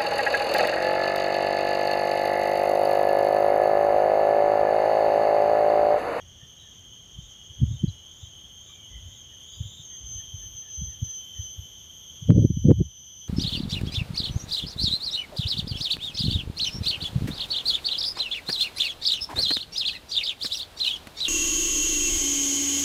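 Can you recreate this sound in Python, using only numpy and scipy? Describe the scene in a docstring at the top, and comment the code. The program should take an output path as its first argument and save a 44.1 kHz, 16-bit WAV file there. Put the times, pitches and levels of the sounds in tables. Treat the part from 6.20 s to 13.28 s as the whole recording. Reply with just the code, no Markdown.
"""Cicadas drone from the wooded bank of a calm river, heard from a small boat: noise bands and sine strands.
A nearer one, a stack of click-modulated sines, winds up in rasping chirps, then holds a slowly sinking
whine. Faint peeps, short gliding sines, come over the water, above an open-air hush of shaped noise.
Wind buffets the microphone in low thumps, short swings of pressure in turbulent noise, and the hardest
ones make the limiter duck everything."""
import sys
import numpy as np
from scipy import signal
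from scipy.fft import rfft, irfft, next_fast_len
from scipy.io import wavfile
from scipy.ndimage import uniform_filter1d, minimum_filter1d

SR = 44100
rng = np.random.default_rng(int(sys.argv[2]) if len(sys.argv) > 2 else 0)


def output_pcm(signal):
    """Save a mono or channel-first signal as 16-bit PCM at the path in sys.argv[1].

    Samples are clipped to [-1, 1] before scaling.
    """
    pcm = np.clip(np.atleast_2d(signal).T, -1, 1) * 32767
    wavfile.write(sys.argv[1], SR, np.round(pcm).astype(np.int16))


N = 312228
T = np.arange(N) / SR  # seconds
FREQ = np.fft.rfftfreq(N, 1 / SR)  # Hz

# The blended chorus on the bank, humps of noise near the multiples of its pitch.
# Each row: centre in Hz, width in Hz, relative density in dB per Hz.
CHORUS_HUMPS = [(3226, 133, 1.5), (3218, 258, -9), (6440, 83, -2), (6240, 462, -12), (9270, 480, -27),
                (12600, 390, -25), (15400, 450, -32.5)]
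CHORUS_DB = -50.5  # rms before the zeal below
# How keenly the chorus and its strands sing. Each row: time in seconds, gain in dB.
CHORUS_ZEAL = [(0, -6), (.25, -4), (1, -2.5), (2, -2), (3, -2), (4, -1.5), (5, -1.5), (6, -0.5), (6.6, 0),
               (7.08, 0.5)]
# Spectrum of the open air over the river. Each row: frequency in Hz, relative density in dB per Hz.
AIR_SPECTRUM = [(25, -11.5), (50, 11), (85, 14.5), (140, 8), (250, -1), (500, -5.5), (1000, -10.5),
                (2000, -13), (4600, -17.5), (7000, -21), (8000, -27), (11000, -31), (14000, -30),
                (15500, -22.5)]
# Whines of cicadas further off.
# Each row: start in seconds, length in seconds, pitch it sinks towards in Hz, mean level in dB.
FAR_WHINES = [(-2.06, 1.4, 3100, -61), (-0.2, 1, 2975, -65), (-2.5, 3.1, 2850, -65), (0, 1.55, 2840, -69),
              (3.2, 1.73, 3200, -69), (2, 1.6, 3100, -54.5), (6, 2.4, 2885, -65), (9, 2.1, 3500, -61.5)]
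# The near cicada winding up, one row a chirp. Each row: crest in seconds, rise in seconds,
# hold in seconds, top pitch before its wobble in Hz, drive level ahead of clicks and body in dB.
CHIRPS = [(0.54, 0.15, .01, 3630, -61), (1.039, .17, .02, 3650, -56), (1.527, 0.16, .02, 3638, -53.5),
          (2.01, .18, .03, 3572, -50), (2.492, .19, .03, 3547, -50), (2.936, .19, .03, 3517, -51),
          (3.326, .19, .05, 3418, -44.5), (3.476, .25, 0.13, 3566, -46)]
# How the chirping body radiates. Each row: frequency in Hz, gain in dB.
BODY_GAIN = [(2700, -4), (2950, 5.5), (3350, -8), (3800, 2), (3930, -2), (4050, -11), (5800, -11),
             (6300, -4), (7100, -5), (7500, -12.5), (7800, -14), (9000, -14), (15000, -10)]
# The clearest peeps and plips over the water.
# Each row: middle in seconds, pitch in Hz, length in seconds, nominal peak before the ragged level in dB.
CLEAR_PEEPS = [(.42, 3780, 0.086, -54), (1.69, 4000, 0.032, -51), (1.685, 4600, .025, -59),
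               (2.51, 1180, 0.071, -63.5), (2.567, 2340, 0.22, -61.5), (2.75, 2010, .12, -60.5),
               (2.92, 2010, .18, -67.5), (3.14, 1815, 0.052, -62), (3.35, 4850, 0.1, -62),
               (4.48, 1760, 0.085, -64), (4.52, 5220, .14, -65), (4.7, 1925, 0.096, -65.5)]
# Loose series of fainter peeps. Each row: start in seconds, end in seconds.
PEEP_SERIES = [(0.0, .5), (3.762, 5.3)]
PEEP_GAP_S, PEEP_HZ, PEEP_LENGTH_S, PEEP_DB = .235, 1830, .09, -64.5
# Single thumps of wind on the microphone.
# Each row: time in seconds, peak of the main swing before filter and limiter in dB, frequency in Hz.
THUMPS = [(.236, -41.5, 114), (.992, -31, 124), (1.31, -38, 87.5), (1.421, -12, 134), (1.436, -8.5, 101.4),
          (1.513, -17.5, 99), (1.642, -9.5, 157), (1.684, -19, 104), (2.038, -32.5, 85), (3.411, -21, 103),
          (3.459, -30, 98), (3.602, -38.5, 114.9), (3.96, -35, 84), (4.146, -31.5, 102), (4.621, -24, 139),
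          (4.684, -34.5, 87), (4.83, -17.5, 100.2), (5.199, -25, 80), (5.394, -27.5, 75), (6.028, -27, 124),
          (6.105, 0, 133), (6.153, -4.5, 121), (6.181, -1.9, 155), (6.25, -1.5, 162), (6.306, -7, 155.7),
          (6.375, -11, 129.5), (6.456, -2.5, 115), (6.488, -1.5, 159), (6.507, 0, 125), (6.517, .5, 140),
          (6.611, -2.5, 171)]
# Gusts, each a run of random eddies.
# Each row: start in seconds, length in seconds, peak of a typical eddy's main swing in dB.
GUSTS = [(0.962, .12, -43), (1.462, .11, -27), (2.718, .17, -41), (3.82, .15, -42), (4.128, .23, -46),
         (4.588, .1, -34), (6.104, .16, -8), (6.28, .39, -27.5), (6.458, .066, -13), (6.59, .035, -9.5)]
EDDY_GAP_S, EDDY_SCATTER_DB, EDDY_SCATTER_OCTAVES = .014, 4.5, 0.27
# Stronger eddies are faster and hold more fine swirl: values at 0 dB and their slopes.
EDDY_HZ, EDDY_OCTAVES_PER_DB = 155, 0.0384
SWIRL_DB, SWIRL_DB_PER_DB = -5.5, 0.94
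# The held whine starts after the last chirp and sinks ever more slowly:
# pitch about 1 s in, and the drop for each e-fold of its age.
WHINE_START_S, WHINE_HZ, WHINE_SAG_HZ = 3.64, 3083, 31
# The whine's fundamental. Each row: time in seconds, level before trim and flutter in dB.
WHINE_FUNDAMENTAL = [(3.64, -58), (4.1, -47), (4.3, -56), (4.85, -64), (5.02, -42.5), (5.5, -49.5),
                     (5.75, -63.5), (6.35, -52), (7.08, -55.5)]
# Swells of the whine's leading second partial.
# Each row: crest in seconds, length in seconds, crest level before trim and flutter in dB.
WHINE_SWELLS = [(3.75, 0.15, -42), (3.94, 0.2, -37.5), (4.215, .22, -42), (4.395, 0.086, -38.5),
                (4.621, 0.31, -37.5), (4.928, 0.24, -37), (5.252, 0.22, -39.5), (6.31, 0.45, -41.5),
                (6.877, 0.8, -43)]
# The quiet, slowly fading level between swells, also before trim.
WHINE_REST_DB, WHINE_REST_DB_PER_S = -45.5, -4
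# Cracks of the overloaded microphone in the hardest thumps.
# Each row: time in seconds, peak before the limiter in dB.
CRACKS = [(6.105, -9), (6.507, -15), (6.517, -15)]
TOP_HZ = 15300  # upper edge of the recorder's range


def undb(db):
    """Amplitude from dB."""
    return 10 ** (np.asarray(db) / 20)


def curve(rows):
    """Columns of a table joined by straight lines in time."""
    s, *columns = np.transpose(rows)
    return [np.interp(T, s, c) for c in columns]


def shape(x, gain):
    """Filter by a gain at each frequency."""
    size = next_fast_len(N)
    fitted_gain = np.interp(np.fft.rfftfreq(size, 1 / SR), FREQ, gain)
    return irfft(rfft(x, size) * fitted_gain, size)[:N]


def colour(points):
    """Gain at each frequency from (Hz, dB) points, joined along log frequency."""
    hz, db = np.transpose(points)
    return undb(np.interp(np.log(FREQ + 1), np.log(hz), db))


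def noise(gain):
    """Noise of rms 1 with the given gain at each frequency."""
    x = shape(rng.standard_normal(next_fast_len(N)), gain)
    return x / x.std()


def hump(hz, width_hz):
    """Bell-shaped gain round a centre."""
    return np.exp(-((FREQ - hz) / width_hz) ** 2 / 4)


def flutter(rate_hz):
    """Smooth random motion of spread 1."""
    return noise(hump(0, rate_hz))


def turn(hz):
    """Running phase of a moving frequency."""
    return 2 * np.pi * np.cumsum(hz) / SR


def scatter(x, t60, wet_db):
    """Trees on the bank add a diffuse tail that falls 60 dB in t60 seconds."""
    t = T[:SR // 2]
    tail = rng.standard_normal(len(t)) * np.exp(-np.log(1000) * t / t60) * (t > .012)
    return x + undb(wet_db) * signal.fftconvolve(x, tail / np.linalg.norm(tail))[:N]


def chorus(swell_db=0.9, flicker_db=1.5):
    """Countless cicadas blend into bands, each swelling and flickering a little."""
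    out = np.zeros(N)
    for hz, width_hz, db in CHORUS_HUMPS:
        level = undb(db + swell_db * flutter(1.8) + flicker_db * flutter(14))
        out += level * np.sqrt(width_hz) * noise(hump(hz, width_hz))
    return undb(CHORUS_DB) * out / out.std()


def strands(count=8, drift=.005, fade_db=5, partial_db=(0, -2.5, -28, -27), strands_db=-49):
    """A few singers stand out of the chorus as wandering strands that fade in and out."""
    out = np.zeros(N)
    for hz in np.linspace(3070, 3265, count):
        phase = turn(hz * (1 + drift * flutter(1.5) + 0.001987 * flutter(30.84)))
        # alternate partials share a fade
        fades = [undb(fade_db * flutter(11.0)) for _ in range(2)]
        for k, db in enumerate(partial_db):
            out += fades[k % 2] * undb(db) * np.sin((k + 1) * phase)
    return undb(strands_db) * out / out.std()


def air(air_db=-56, gust_db=1.5):
    """Soft hush of the open river; its low rumble comes and goes with the breeze."""
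    gain = colour(AIR_SPECTRUM) * FREQ ** 2 / (FREQ ** 2 + 25 ** 2)
    low = 1 / np.sqrt(1 + (FREQ / 220) ** 4)
    rumble_share = np.sum((gain * low) ** 2) / np.sum(gain ** 2)  # of the power
    rumble = np.sqrt(rumble_share) * noise(gain * low) * undb(gust_db * flutter(1.3))
    hush = np.sqrt(1 - rumble_share) * noise(gain * np.sqrt(1 - low ** 2))
    return undb(air_db) * (rumble + hush)


def far_cicadas(sag=.035, settle_s=.9, partial_db=(-3, -3, -23, -19), fade_db=3.8):
    """Distant whines sink towards their final pitch, fading gently up and down on the way."""
    out = np.zeros(N)
    for s, length, hz, db in FAR_WHINES:
        age = np.clip(T - s, 0, length)
        phase = turn(hz * (1 + sag * np.exp(-age / settle_s) + 0.0017 * flutter(12.7)))
        gate = np.clip(np.minimum(age, length - age) / 0.16, 0, 1)
        voice = sum(undb(d) * np.sin((k + 1) * phase) for k, d in enumerate(partial_db))
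        out += undb(db + fade_db * flutter(4.7)) * gate * voice
    return out


def winding_cicada(low_hz=2970, idle_db=-55, fall_s=0.083, rasp=0.0172, click_hz=296,
                   partial_db=(0, -2.5, -23, -17)):
    """It idles on a low note; each chirp tightens the tymbal, so pitch, level and rasp climb together."""
    lift_hz, strain = np.zeros(N), np.zeros(N)
    idle_fade = np.interp(T, [0, .2, 3.3, 3.6], [0, 0.17, 0.58, 0.12])
    gain = undb(idle_db + 3.1 * flutter(6.6)) * idle_fade
    for s, rise, hold, top_hz, db in CHIRPS:
        effort = np.interp(T, [s - rise, s, s + hold, s + hold + fall_s], [0, 1, 1, 0])
        lift_hz = np.maximum(lift_hz, (top_hz - low_hz) * effort)
        gain += (undb(db) - gain) * effort
        strain = np.maximum(strain, effort)
    pitch = low_hz * (1 + .01 * flutter(5.3)) + lift_hz
    rough_pitch = pitch * (1 + rasp * (0.223 + 0.86 * strain) * flutter(121))
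    phase = turn(rough_pitch)
    click_phase = turn(click_hz * (1 + 0.062 * flutter(40)))
    clicks = 1 + (0.14 + 0.34 * strain) * np.cos(click_phase)
    voice = sum(undb(db) * np.sin((k + 1) * phase) for k, db in enumerate(partial_db))
    return scatter(shape(gain * voice * clicks, colour(BODY_GAIN)), t60=0.29, wet_db=-3.5)


def peeps(waver_hz=55, ragged_db=4, spread_octaves=.04, glide_octaves=0.034, count=12):
    """Short ragged notes that glide a little, blurred by distance."""
    out = np.zeros(N)
    wobble, ragged = flutter(120), undb(ragged_db * flutter(60) - 0.5)
    glides = 2 * rng.random(len(CLEAR_PEEPS) + count * len(PEEP_SERIES)) - 1
    notes = list(CLEAR_PEEPS)
    for start, end in PEEP_SERIES:
        for k, (late, high) in enumerate(2 * rng.random((count, 2)) - 1):
            if start + k * PEEP_GAP_S < end:
                s = start + (k + late / 8) * PEEP_GAP_S
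                notes.append((s, PEEP_HZ * 2 ** (spread_octaves * high), PEEP_LENGTH_S, PEEP_DB))
    for (s, hz, length, db), glide in zip(notes, glides):
        near = np.abs(T - s) < length / 2
        u = (T[near] - s) / length  # -1/2 to 1/2 along the note
        pitch = hz * 2 ** (glide_octaves * glide * u) + waver_hz * wobble[near]
        out[near] += undb(db) * ragged[near] * np.cos(np.pi * u) * np.sin(turn(pitch))
    return scatter(out, t60=0.52, wet_db=-11.5)


def swing(t, hz, cycles, angle):
    """One short swing of pressure, peak 1."""
    y = np.exp(-(t * hz / cycles) ** 2 / 2) * np.sin(2 * np.pi * hz * t + angle)
    return y / np.abs(y).max()


def eddies(count=40):
    """The single thumps and the random eddies of every gust, as (s, peak dB, Hz)."""
    rows = list(THUMPS)
    for start, length, gust_db in GUSTS:
        for k, (late, strong, fast) in enumerate(2 * rng.random((count, 3)) - 1):
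            if k * EDDY_GAP_S < length:
                s = start + (k + late / 4) * EDDY_GAP_S
                db = gust_db + EDDY_SCATTER_DB * strong
                octaves = EDDY_OCTAVES_PER_DB * db + EDDY_SCATTER_OCTAVES * fast
                rows.append((s, db, EDDY_HZ * 2 ** octaves))
    return rows


def wind(cycles=0.47, swirl_ratio=1.93, swirl_cycles=0.97, wake_s=0.013, wake_db=-17, wake_hz=235,
         tear_db=-19, tear_hz=500, roll_s=0.04, roll_db=-27, count=400):
    """Each eddy is a swing of pressure with a finer swirl inside, in a wake that hard ones tear up."""
    thumps, stir_power, linger = np.zeros(N), np.zeros(N), np.zeros(N)
    for (s, db, hz), (angle, twist) in zip(eddies(), rng.uniform(0, 2 * np.pi, (count, 2))):
        near = slice(*np.searchsorted(T, [s - .15, s + .15]))
        t = T[near] - s
        swirl_level = undb(SWIRL_DB + SWIRL_DB_PER_DB * db)
        swirl = swirl_level * swing(t, swirl_ratio * hz, swirl_cycles, twist)
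        thumps[near] += undb(db) * (swing(t, hz, cycles, angle) + swirl)
        stir_power[near] += undb(db) ** 2 * np.exp(-(t / wake_s) ** 2)
        linger[near] += undb(db) * np.exp(-((t - roll_s / 3) / roll_s) ** 2)
    stir = np.sqrt(stir_power)
    wake_gain = FREQ ** 2 / (FREQ ** 2 + 110 ** 2) / (1 + (FREQ / wake_hz) ** 8)
    wake = undb(wake_db) * stir ** 1.43 * noise(wake_gain)
    # the steeper power keeps the brighter tearing to the hard eddies
    tear_gain = FREQ / (FREQ + 200) / (1 + (FREQ / tear_hz) ** 9)
    tear = undb(tear_db) * stir ** 3.37 * noise(tear_gain)
    roll = undb(roll_db) * linger ** 0.76 * noise(hump(76, 26))  # the largest swirls die last
    return shape(thumps + wake + tear + roll, FREQ ** 6 / (FREQ ** 6 + 48 ** 6))


def whining_cicada(click_hz=318, click_depth=0.085, trim_db=(-3, -.5), fourth_db=-67.0, rasp_db=-14,
                   side_db=(3.5, 2.5), click_jitter=.022, fade_db=2):
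    """A nearly pure whine led by its swelling second partial; tymbal clicks add side tones and a thin rasp."""
    age = np.maximum(T - WHINE_START_S, 0)
    pitch = WHINE_HZ - WHINE_SAG_HZ * np.log(age + .015)
    phase = turn(pitch * (1 + 0.00072 * flutter(25)))

    low_db, = curve(WHINE_FUNDAMENTAL)
    first = undb(low_db + trim_db[0] + fade_db * flutter(11))
    swells = [undb(db) * (1 - np.abs(2 * (T - s) / length) ** 3) for s, length, db in WHINE_SWELLS]
    rest = undb(WHINE_REST_DB + WHINE_REST_DB_PER_S * age)
    second = np.maximum(np.max(swells, axis=0), rest) * undb(trim_db[1] + 1.2 * flutter(18))
    fourth = undb(fourth_db + 2 * flutter(5)) * np.minimum(age / .5, 1)
    body = np.sqrt(second * undb(-45.5))  # side tones fade less than the main one

    voice = first * np.sin(phase) + second * np.sin(2 * phase) + fourth * np.sin(4 * phase)
    voice += body * undb(-38) * flutter(40) * (np.sin(3 * phase) + np.sin(5 * phase))
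    clicks = turn(click_hz * (1 + click_jitter * flutter(63)))
    upper, lower = (click_depth * body * undb(db + 1.7 * flutter(10.0)) for db in side_db)
    voice += upper * np.sin(2 * phase + clicks) + lower * np.sin(2 * phase - clicks)
    rasp = body * undb(rasp_db) * noise(hump(6120, 210) + undb(-16.5) * hump(12600, 250))
    return (np.sqrt(2) * voice + rasp) * np.clip(age / 0.0075, 0, 1)


def cracks(crack_s=0.00036):
    """The hardest thumps overload the microphone with a sharp crack."""
    return sum(undb(db) * np.exp(-np.abs(T - s) / crack_s) for s, db in CRACKS)


def scene():
    """Insects on the bank, peeps and open air over the water, with wind on the microphone."""
    zeal_db, = curve(CHORUS_ZEAL)
    bank = undb(zeal_db) * (chorus() + strands())
    singers = far_cicadas() + winding_cicada() + whining_cicada()
    return (bank + singers + air() + peeps() + wind() + cracks())[None]


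def limiter(x, threshold_db=-3, release_db_per_s=8, attack_s=0.00073):
    """The gain drops just ahead of a peak that passes the threshold, then creeps back."""
    over_db = np.maximum(20 * np.log10(np.abs(x) + 1e-9) - threshold_db, 0)
    recovery_db = release_db_per_s * T
    # the running maximum holds each cut, less what has since been released
    cut_db = np.maximum.accumulate(over_db + recovery_db, axis=-1) - recovery_db
    size = int(attack_s * SR) + 1
    early_db = minimum_filter1d(-cut_db, 2 * size)
    return x * undb(uniform_filter1d(uniform_filter1d(early_db, size), size))


def record(dry):
    """The recorder limits the thumps and cuts the top."""
    top_cut = signal.ellip(10, .1, 80, TOP_HZ, fs=SR, output="sos")
    return signal.sosfilt(top_cut, limiter(dry))


dry = scene()
out = record(dry)
output_pcm(out)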